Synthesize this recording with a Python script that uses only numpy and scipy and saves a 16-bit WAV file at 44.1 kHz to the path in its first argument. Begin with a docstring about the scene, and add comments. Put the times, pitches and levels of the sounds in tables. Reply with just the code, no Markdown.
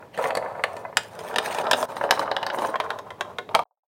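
"""A hard ball rumbles and clicks down a toy run of hollow plastic track, close to one microphone in a
small room. Tiny bumps keep each stretch ringing; the ball strikes joints and walls, rasps along the
sides and lands dully after hops, while the table rumbles underneath. It drops into the end block and
the sound stops abruptly, room tone and all, leaving a few faint knocks as the ball rocks to rest."""
import sys
import numpy as np
from scipy import signal
from scipy.fft import rfft, irfft, next_fast_len
from scipy.io import wavfile
from scipy.ndimage import uniform_filter1d, map_coordinates

SR = 44100
rng = np.random.default_rng(int(sys.argv[2]) if len(sys.argv) > 2 else 0)


def dump(signal):
    """Clip the signal to [-1, 1] and save it as 16-bit WAV at the path in sys.argv[1]."""
    limited = np.clip(np.atleast_2d(signal).T, -1, 1)
    pcm = np.round(limited * 32767).astype(np.int16)
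    wavfile.write(sys.argv[1], SR, pcm)


N = 176400
TIME = np.arange(N) / SR
LEAD = 128  # samples of space ahead of each blow

# the ball enters the upper stretch, spiral, bend, straight and end block [t/s]
STRETCH_STARTS = [0, 0.96, 1.857, 2.72, 3.48]
# trim on the thump, knock, clack and snap bands of clicks and landings [level/dB]
BLOW_TRIMS = [-3.5, -3.5, -2.25, -3.5]


def amp(db):
    """Decibels to gain."""
    return 10 ** (np.asarray(db) / 20)


def unit(x):
    """Scale to rms 1."""
    return x / np.sqrt(np.mean(x ** 2) + 1e-20)


def unit_energy(x):
    """Scale to energy 1."""
    return x / np.linalg.norm(x)


def unit_attack(x):
    """Scale a blow to rms 1 over its first 20 ms."""
    return x / np.sqrt(np.mean(x[LEAD:LEAD + SR // 50] ** 2))


def along(points, hz):
    """Read (Hz, value) points on a log frequency axis."""
    f, values = np.transpose(points)
    return np.interp(np.log(hz + 1), np.log(f + 1), values)


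def gate(start_s, end_s):
    """1 between two times, with 3 ms ramps."""
    return uniform_filter1d(1. * ((TIME >= start_s) & (TIME < end_s)), size=128)


def add(out, at_s, x):
    """Mix x into out."""
    i = max(round(at_s * SR), 0)
    out[i:i + len(x)] += x[:len(out) - i]


def wobble(per_s):
    """A smooth random curve with per_s knots a second."""
    return map_coordinates(rng.standard_normal(4096), [TIME * per_s], mode="wrap")


def pulses(per_s, spread_db):
    """Random pulses of uneven size, rms 1."""
    signs = (rng.random(N) < per_s / SR) * rng.choice([-1, 1], N)
    return unit(signs * amp(spread_db * np.clip(rng.standard_normal(N), -2, 2)))


def filtered(x, response):
    """Apply a gain that depends on frequency."""
    size = next_fast_len(len(x) + 8192)
    return irfft(rfft(x, size) * response(np.fft.rfftfreq(size, 1 / SR)), size)[:len(x)]


def coloured(x, spectrum):
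    """Shape x by (Hz, dB) points, rms 1."""
    return unit(filtered(x, lambda f: amp(along(spectrum, f))))


def minimum_phase(gain, size=4096):
    """Causal impulse response with the given gain curve."""
    cepstrum = irfft(np.log(np.maximum(gain(np.fft.rfftfreq(size, 1 / SR)), 1e-6)))
    cepstrum[1:size // 2] *= 2
    cepstrum[size // 2 + 1:] = 0
    return irfft(np.exp(rfft(cepstrum)))[:size // 2]


def bands(x):
    """Split x, low to high, into thump, knock, clack and snap."""
    # crossovers [f/Hz]
    splits = [480, 1400, 5000]
    lows = [filtered(x, lambda f: 1 / (1 + (f / hz) ** 8)) for hz in splits]
    return np.diff([np.zeros(len(x)), *lows, x], axis=0)


def dying_noise(t60s, count):
    """Noise of energy 1 in which each frequency dies at its own speed."""
    hz, t, spectra = signal.stft(rng.standard_normal(count), SR, nperseg=128)
    decay = amp(-60 * t / along(t60s, hz)[:, None])
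    return unit_energy(signal.istft(spectra * decay, SR, nperseg=128)[1][:count])


def room_tone(air_db=-49, hum_db=-60, hum_hz=100):
    """Low room noise with a faint mains hum."""
    # colour of the noise [f/Hz, level/dB]
    spectrum = [(15, -84.5), (25, -47), (91, -5.5), (322, -15.5), (421, -8), (523, -15), (895, -20.5),
                (1240, -40.5), (1710, -28), (15500, -56)]
    air = coloured(rng.standard_normal(N), spectrum)
    return amp(air_db) * air + amp(hum_db) * np.sin(2 * np.pi * hum_hz * TIME)


def room_reverb(run, level_db=-14, onset_s=0.0025):
    """The small room answers, with a new tail every third of a second."""
    # decay of the room [f/Hz, t60/s]
    t60s = [(200, 0.83), (1000, 0.19), (4000, 0.25), (12000, 0.15)]
    out, t = np.zeros(N), np.arange(SR // 3) / SR
    for i in range(0, N, len(t)):
        tail = dying_noise(t60s, len(t)) * (1 - np.exp(-t / onset_s))
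        add(out, i / SR, signal.fftconvolve(run[i:i + len(t)], unit_energy(tail)))
    return amp(level_db) * out


def table_rumble(run, level_db=-62):
    """The base plate and table rumble softly, loosely following the run's power."""
    # colour of the rumble [f/Hz, level/dB]
    spectrum = [(25, -22.5), (60, -11.5), (100, -10.5), (160, 5.5), (260, -7.5), (500, -24)]
    power = np.abs(uniform_filter1d(run ** 2, size=1024))
    return amp(level_db) * unit(power ** 0.1) * coloured(rng.standard_normal(N), spectrum)


def shell(modes, body, mode_db=4, body_db=6, damping_hz=36000):
    """Impulse response of a hollow track piece: resonances over a broad colour."""
    # stacked bricks, common to all stretches [f/Hz, width/Hz, level/dB]
    stack_modes = [(251.3, 7.3, -6), (446.5, 14, 1), (652, 25, 6), (727, 6.8, 5)]

    def gain(f):
        power = amp(along(body, f) + body_db) ** 2
        for hz, width, db in [*modes, *stack_modes]:
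            width = max(width, hz * hz / damping_hz)  # plastic damps high modes
            power += (amp(db + mode_db) / (1 + (2 * (f - hz) / width) ** 2)) ** 2
        return np.sqrt(power)
    return minimum_phase(gain)


def track_shells():
    """The ring of each of the five stretches, from the top down."""
    # resonances [f/Hz, width/Hz, level/dB]
    upper_modes = [(544, 120, -1), (960, 140, 0), (1763, 36, 1.5), (2037, 77, -1.5), (2200, 53, -11),
                   (2537, 32, -7.5)]
    spiral_modes = [(606.4, 65, 4.5), (1800, 160, 0.5), (2460, 140, -4.5), (2990, 180, -11),
                    (3682, 750, -9.5), (4970, 600, -9.5)]
    bend_modes = [(940, 250, -1), (2984, 44, -4), (3860, 570, -7), (4700, 500, -22)]
    straight_modes = [(601, 38, 6), (1050, 49, 9.5), (2365, 47, -12.5), (2716, 61, -10.5), (3220, 230, -11)]
    block_modes = [(600, 85, 2.5), (2290, 260, -21), (3200, 340, -12.5)]
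    # broad colour under the resonances [f/Hz, level/dB]
    upper_body = [(88, -55), (150, -20.5), (308, -32.5), (540, -1.5), (1630, -8.5), (1980, -11.5),
                  (2140, -11.5), (4650, -29.5), (5130, -49.5), (8660, -45), (15500, -62)]
    spiral_body = [(100, -44), (170, -14.5), (283, -18.5), (445, -6), (966, 1.5), (1140, -4.5),
                   (1670, -1.5), (2090, -13), (3690, -8.5), (4130, -20), (8800, -21), (15500, -35.5)]
    bend_body = [(100, -45), (170, -17), (480, -7.5), (548, 4.5), (688, -8.5), (879, 3), (1360, -5),
                 (1700, -1), (2350, -12.5), (3000, -10.5), (4060, -24), (4370, -26), (5090, -20.5),
                 (6880, -36.5), (11500, -39.5), (15500, -46)]
    straight_body = [(100, -44), (170, -26.5), (278, -29.5), (413, -4.5), (1040, 1.5), (1210, -2.5),
                     (1730, -6), (3000, -24), (3830, -17), (4290, -27), (15500, -47.5)]
    block_body = [(88, -54), (150, -32), (263, -22), (607, -1), (948, 6.5), (1760, -17.5), (2270, -15),
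                  (6350, -28), (9540, -28), (15500, -36.5)]
    return [shell(upper_modes, upper_body), shell(spiral_modes, spiral_body),
            shell(bend_modes, bend_body), shell(straight_modes, straight_body),
            shell(block_modes, block_body)]


def struck_mode(hz, t60_s, count):
    """One dying resonance."""
    t = np.maximum(np.arange(count) - LEAD, 0) / SR
    return unit_attack(np.sin(2 * np.pi * hz * t) * amp(-60 * t / t60_s))


def strike(piece, ring_db=12.5, crack_db=2.5, wall_db=6, count=4096):
    """One blow in four bands: a crack, dense ringing and sparse wall modes sound through the piece."""
    # decay of the dense ringing [f/Hz, t60/s]
    ring_t60s = [(300, 0.13), (1000, 0.03), (3500, 0.04), (9000, 0.028)]
    crack_t60_s, wall_t60_cycles = 0.019, 74
    t = np.arange(count) / SR
    hz = np.geomspace(1500, 14000, 22)[:, None] * np.exp(.06 * rng.standard_normal((22, 1)))
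    modes = np.sin(2 * np.pi * hz * t) * amp(-60 * t * hz / wall_t60_cycles)
    wall = np.sum(rng.standard_normal(hz.shape) * hz * modes, axis=0)
    crack = rng.standard_normal(count) * amp(-60 * t / crack_t60_s)
    push = amp(ring_db) * dying_noise(ring_t60s, count)
    push += amp(crack_db) * unit_energy(crack) + amp(wall_db) * unit_energy(wall)
    push[0] += 1  # first contact
    blow = np.pad(signal.fftconvolve(push, piece), (LEAD, 0))
    return [unit_attack(band) for band in bands(blow)]


def contact(shells, at_s, knock_hz, mode_db=-2.5):
    """A blow on the stretch the ball has reached; the point of contact favours one low mode."""
    thump, knock, clack, snap = strike(shells[np.searchsorted(STRETCH_STARTS, at_s) - 1])
    favoured = amp(mode_db) * struck_mode(knock_hz, t60_s=.05, count=len(knock))
    return thump, unit_attack(knock + favoured), clack, snap


def add_blow(out, at_s, parts, levels_db):
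    """Mix in the four bands of a blow, each at its level plus its trim."""
    blow = sum(part * amp(db + trim) for part, db, trim in zip(parts, levels_db, BLOW_TRIMS))
    add(out, at_s - LEAD / SR, blow)


def rocking(block):
    """Faint dull knocks as the ball settles in the end block."""
    # knocks [t/s, level/dB]
    rocks = [(3.655, -65), (3.71, -68.5), (3.773, -86), (3.834, -81.5)]
    out = np.zeros(N)
    for at_s, db in rocks:
        knock = strike(block)[1]
        add(out, at_s - LEAD / SR, amp(db) * knock)
    return out


def skids(scratch_db=-4, grit_db=2, sway_db=2.5, patchy_db=4, edge_s=.025):
    """Gritty, patchy friction and tiny scratches while the ball rubs a wall."""
    # wall rubs [start t/s, end t/s, rasp level/dB, hiss level/dB]
    rubs = [(0.134, 0.185, -49, -64.5), (0.178, 0.294, -41.5, -46), (0.68, 0.819, -58.5, -58.5),
            (1.007, 1.18, -54.5, -58), (1.192, 1.329, -49, -52), (1.427, 1.622, -39, -45),
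            (1.764, 1.852, -44, -39), (1.877, 1.939, -51, -53.5), (1.964, 2.065, -48, -53.5),
            (2.12, 2.245, -44.5, -50.5), (2.537, 2.565, -48, -41), (2.586, 2.683, -46.5, -46),
            (2.695, 2.721, -54.5, -51)]
    # colour of the friction [f/Hz, level/dB]
    spectrum = [(1200, -4.5), (1800, 3), (2400, 0.5), (3500, -6.5), (5000, -11.5), (6000, -8), (7000, -10),
                (7800, -13.5), (8900, -3.5), (10500, -16), (15500, -14.5)]
    friction = rng.standard_normal(N) + amp(scratch_db) * pulses(per_s=120, spread_db=2.2)
    friction *= amp(grit_db * wobble(per_s=230) + sway_db * wobble(per_s=70))  # uneven pressure
    spectra = signal.stft(friction, nperseg=512)[2]
    patches = uniform_filter1d(rng.standard_normal(spectra.shape), size=5, axis=0)
    patches = unit(uniform_filter1d(patches, size=4, axis=1))
    grit = signal.istft(spectra * amp(patchy_db * patches), nperseg=512)[1][:N]
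    rasp, hiss = map(unit, bands(coloured(grit, spectrum))[2:])
    out = np.zeros(N)
    for start, end, rasp_db, hiss_db in rubs:
        touching = np.clip(np.minimum(TIME - start, end - TIME) / edge_s + .5, 0, 1)
        out += touching * (amp(rasp_db) * rasp + amp(hiss_db) * hiss)
    return out


def landings(shells, top_hz=2400):
    """Soft landings after hops ring only the lower bands of the piece."""
    # touchdowns [t/s, level/dB, knock f/Hz]
    touchdowns = [(0.025,-41.5,1430), (0.256,-22,1140), (0.425,-30,620), (0.46,-30.5,649), (0.551,-37,1490),
                  (0.595,-32,593), (0.851,-29.5,966), (0.928,-38.5,980), (1.312,-32.5,984),
                  (1.656,-28.5,845), (2.012,-22,569), (2.091,-27,864), (2.123,-20.5,1024), (2.175,-26,1100),
                  (2.215,-26,1120), (2.229,-27,890), (2.277,-25.5,1210), (2.546,-27,800),
                  (2.742,-24.5,1060), (2.863,-33.5,1014), (3.545,-23.5,893)]
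    # balance of thump, knock and clack [level/dB]
    balance = [-22, 0, -8]
    out = np.zeros(N)
    for at_s, db, hz in touchdowns:
        levels_db = db + np.array([*balance, -np.inf])  # no snap
        add_blow(out, at_s, contact(shells, at_s, hz), levels_db)
    return filtered(out, lambda f: 1 / (1 + (f / top_hz) ** 6))


def rolling(shells, friction=0.6, flutter_db=3.5, hop_db=-3, hop_contact_s=0.0012):
    """Friction, dense bumps and tiny soft hops excite whichever stretch the ball is on."""
    # loudness, which follows the ball's speed [t/s, level/dB]
    loudness = [(0, -46), (0.13, -54.5), (0.19, -25), (0.27, -28), (0.41, -28.5), (0.52, -36.5),
                (0.72, -37.5), (0.82, -38.5), (0.93, -48), (1.1, -45.5), (1.25, -34), (1.45, -31),
                (1.58, -23.5), (1.7, -28), (1.82, -28.5), (1.89, -32.5), (1.97, -37), (2.05, -32.5),
                (2.2, -30), (2.4, -33.5), (2.56, -31.5), (2.65, -26), (2.75, -34.5), (2.92, -32.5),
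                (3.04, -41), (3.18, -47.5), (3.3, -37), (3.46, -60.5), (3.52, -37.5), (3.61, -39.5)]
    # balance of thump, knock, clack and snap [level/dB]
    balance = [-12.5, -1, -20.5, -30]
    bumps = pulses(per_s=2000, spread_db=3) + friction * rng.standard_normal(N)
    bumps *= amp(flutter_db * wobble(per_s=80))
    hops = filtered(pulses(per_s=61, spread_db=2), lambda f: 1 / (1 + (f * hop_contact_s) ** 4))
    drive = (unit(bumps) + amp(hop_db) * hops) / np.hypot(1, amp(hop_db))
    out = np.zeros(N)
    for piece, start, end in zip(shells, STRETCH_STARTS, STRETCH_STARTS[1:] + [N / SR]):
        parts = bands(np.pad(piece, (LEAD, 0)))
        ring = sum(amp(db) * unit_energy(part) for part, db in zip(parts, balance))
        out += gate(start, end) * signal.fftconvolve(drive, ring)[:N]
    return out * amp(np.interp(TIME, *np.transpose(loudness)))


def clicks(shells, wall_db=-7, wall_t60_cycles=45):
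    """The ball strikes joints and walls; each hit favours one low mode and one wall mode."""
    # hits [t/s, thump, knock, clack and snap level/dB, knock f/Hz, clack f/Hz]
    hits = [(0.176,-33.5,-43,-34,-47,740,1600), (0.241,-29,-24,-30.5,-48,976,1740),
            (0.306,-54,-25,-30.5,-50,770,1780), (0.352,-49,-24,-36.5,-32.5,780,4730),
            (0.371,-30,-22.5,-32.5,-35.5,546,1890), (0.638,-41,-21,-20.5,-35,1160,2000),
            (0.767,-35,-38,-44.5,-49,590,2900), (0.9705,-45.5,-21.5,-17,-22.5,1275,1747),
            (1.191,-43.5,-47,-43.5,-47.5,832,5300), (1.341,-53,-29,-42,-52,663,1810),
            (1.36,-32.5,-24.5,-24,-35.5,950,2770), (1.384,-32,-23.5,-21,-31,910,3750),
            (1.547,-39,-29.5,-36.5,-40,882,2600), (1.586,-39,-24,-32.5,-41.5,970,2290),
            (1.668,-48,-25,-35,-62,1340,2880), (1.712,-35,-17.5,-19.5,-24.5,994,1670),
            (1.7327,-37,-18.5,-19,-35,570,3670), (1.828,-32,-20.5,-35.5,-39,1037,1470),
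            (1.967,-42,-28.5,-38.5,-47,793,1940), (2.039,-31,-19.5,-38.5,-62,873,2730),
            (2.109,-48,-16.5,-16.5,-21,760,1720), (2.194,-30,-21.5,-37.5,-36.5,1155,4050),
            (2.315,-52.5,-21,-30,-48,785,4080), (2.3658,-54,-25,-25.5,-44,766,3370),
            (2.4295,-59.5,-24,-30.5,-46.5,926,1830), (2.4655,-52,-25.5,-31,-38.5,787,4600),
            (2.501,-52,-30.5,-30.5,-55.5,820,1950), (2.5865,-33.5,-26,-37,-45.5,780,1800),
            (2.62,-30.5,-23.5,-43,-56,1040,1730), (2.648,-33,-21.5,-39.5,-59.5,656,1800),
            (2.757,-54.5,-23.5,-31.5,-52.5,1067,1770), (2.801,-48.5,-21,-28,-44,979,2350),
            (2.9045,-45.5,-29,-28,-48.5,796,3760), (2.988,-44.5,-37.5,-42.5,-47.5,1026,3600),
            (3.1052,-56.5,-35,-40,-55.5,1000,2030), (3.2091,-36.5,-26,-26.5,-39.5,1115,1700),
            (3.385,-35.5,-29.5,-30.5,-45.5,1460,1665), (3.491,-39.5,-37,-46,-78,1110,3730),
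            (3.5497,-41,-13.5,-18.5,-30.5,912,2330), (3.592,-41.5,-18,-36,-48,1191,3190)]
    out = np.zeros(N)
    for at_s, *levels_db, knock_hz, clack_hz in hits:
        thump, knock, clack, snap = contact(shells, at_s, knock_hz)
        wall = amp(wall_db) * struck_mode(clack_hz, wall_t60_cycles / clack_hz, len(clack))
        add_blow(out, at_s, [thump, knock, unit_attack(clack + wall), snap], levels_db)
    return out


def scene(stop_s=3.637):
    """The whole run from close by, top of the track to end block, in mono."""
    shells = track_shells()
    run = rolling(shells) + skids() + clicks(shells) + landings(shells)
    in_room = run + room_reverb(run) + table_rumble(run) + room_tone()
    return (in_room * gate(0, stop_s) + rocking(shells[-1]))[None]


def record(dry, dip_db=-10.5, low_cut_hz=62, top_hz=16000):
    """The sound drops out briefly at an edit cut; peaks clip; deep bass and extreme top are removed."""
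    dip = amp(dip_db * gate(1.857, 1.888))
    clipped = np.clip(dry[0] * dip, -1, 1)
    return filtered(clipped, lambda f: (f < top_hz) * f ** 2 / (f ** 2 + low_cut_hz ** 2))[None]


dry = scene()
out = record(dry)
dump(out)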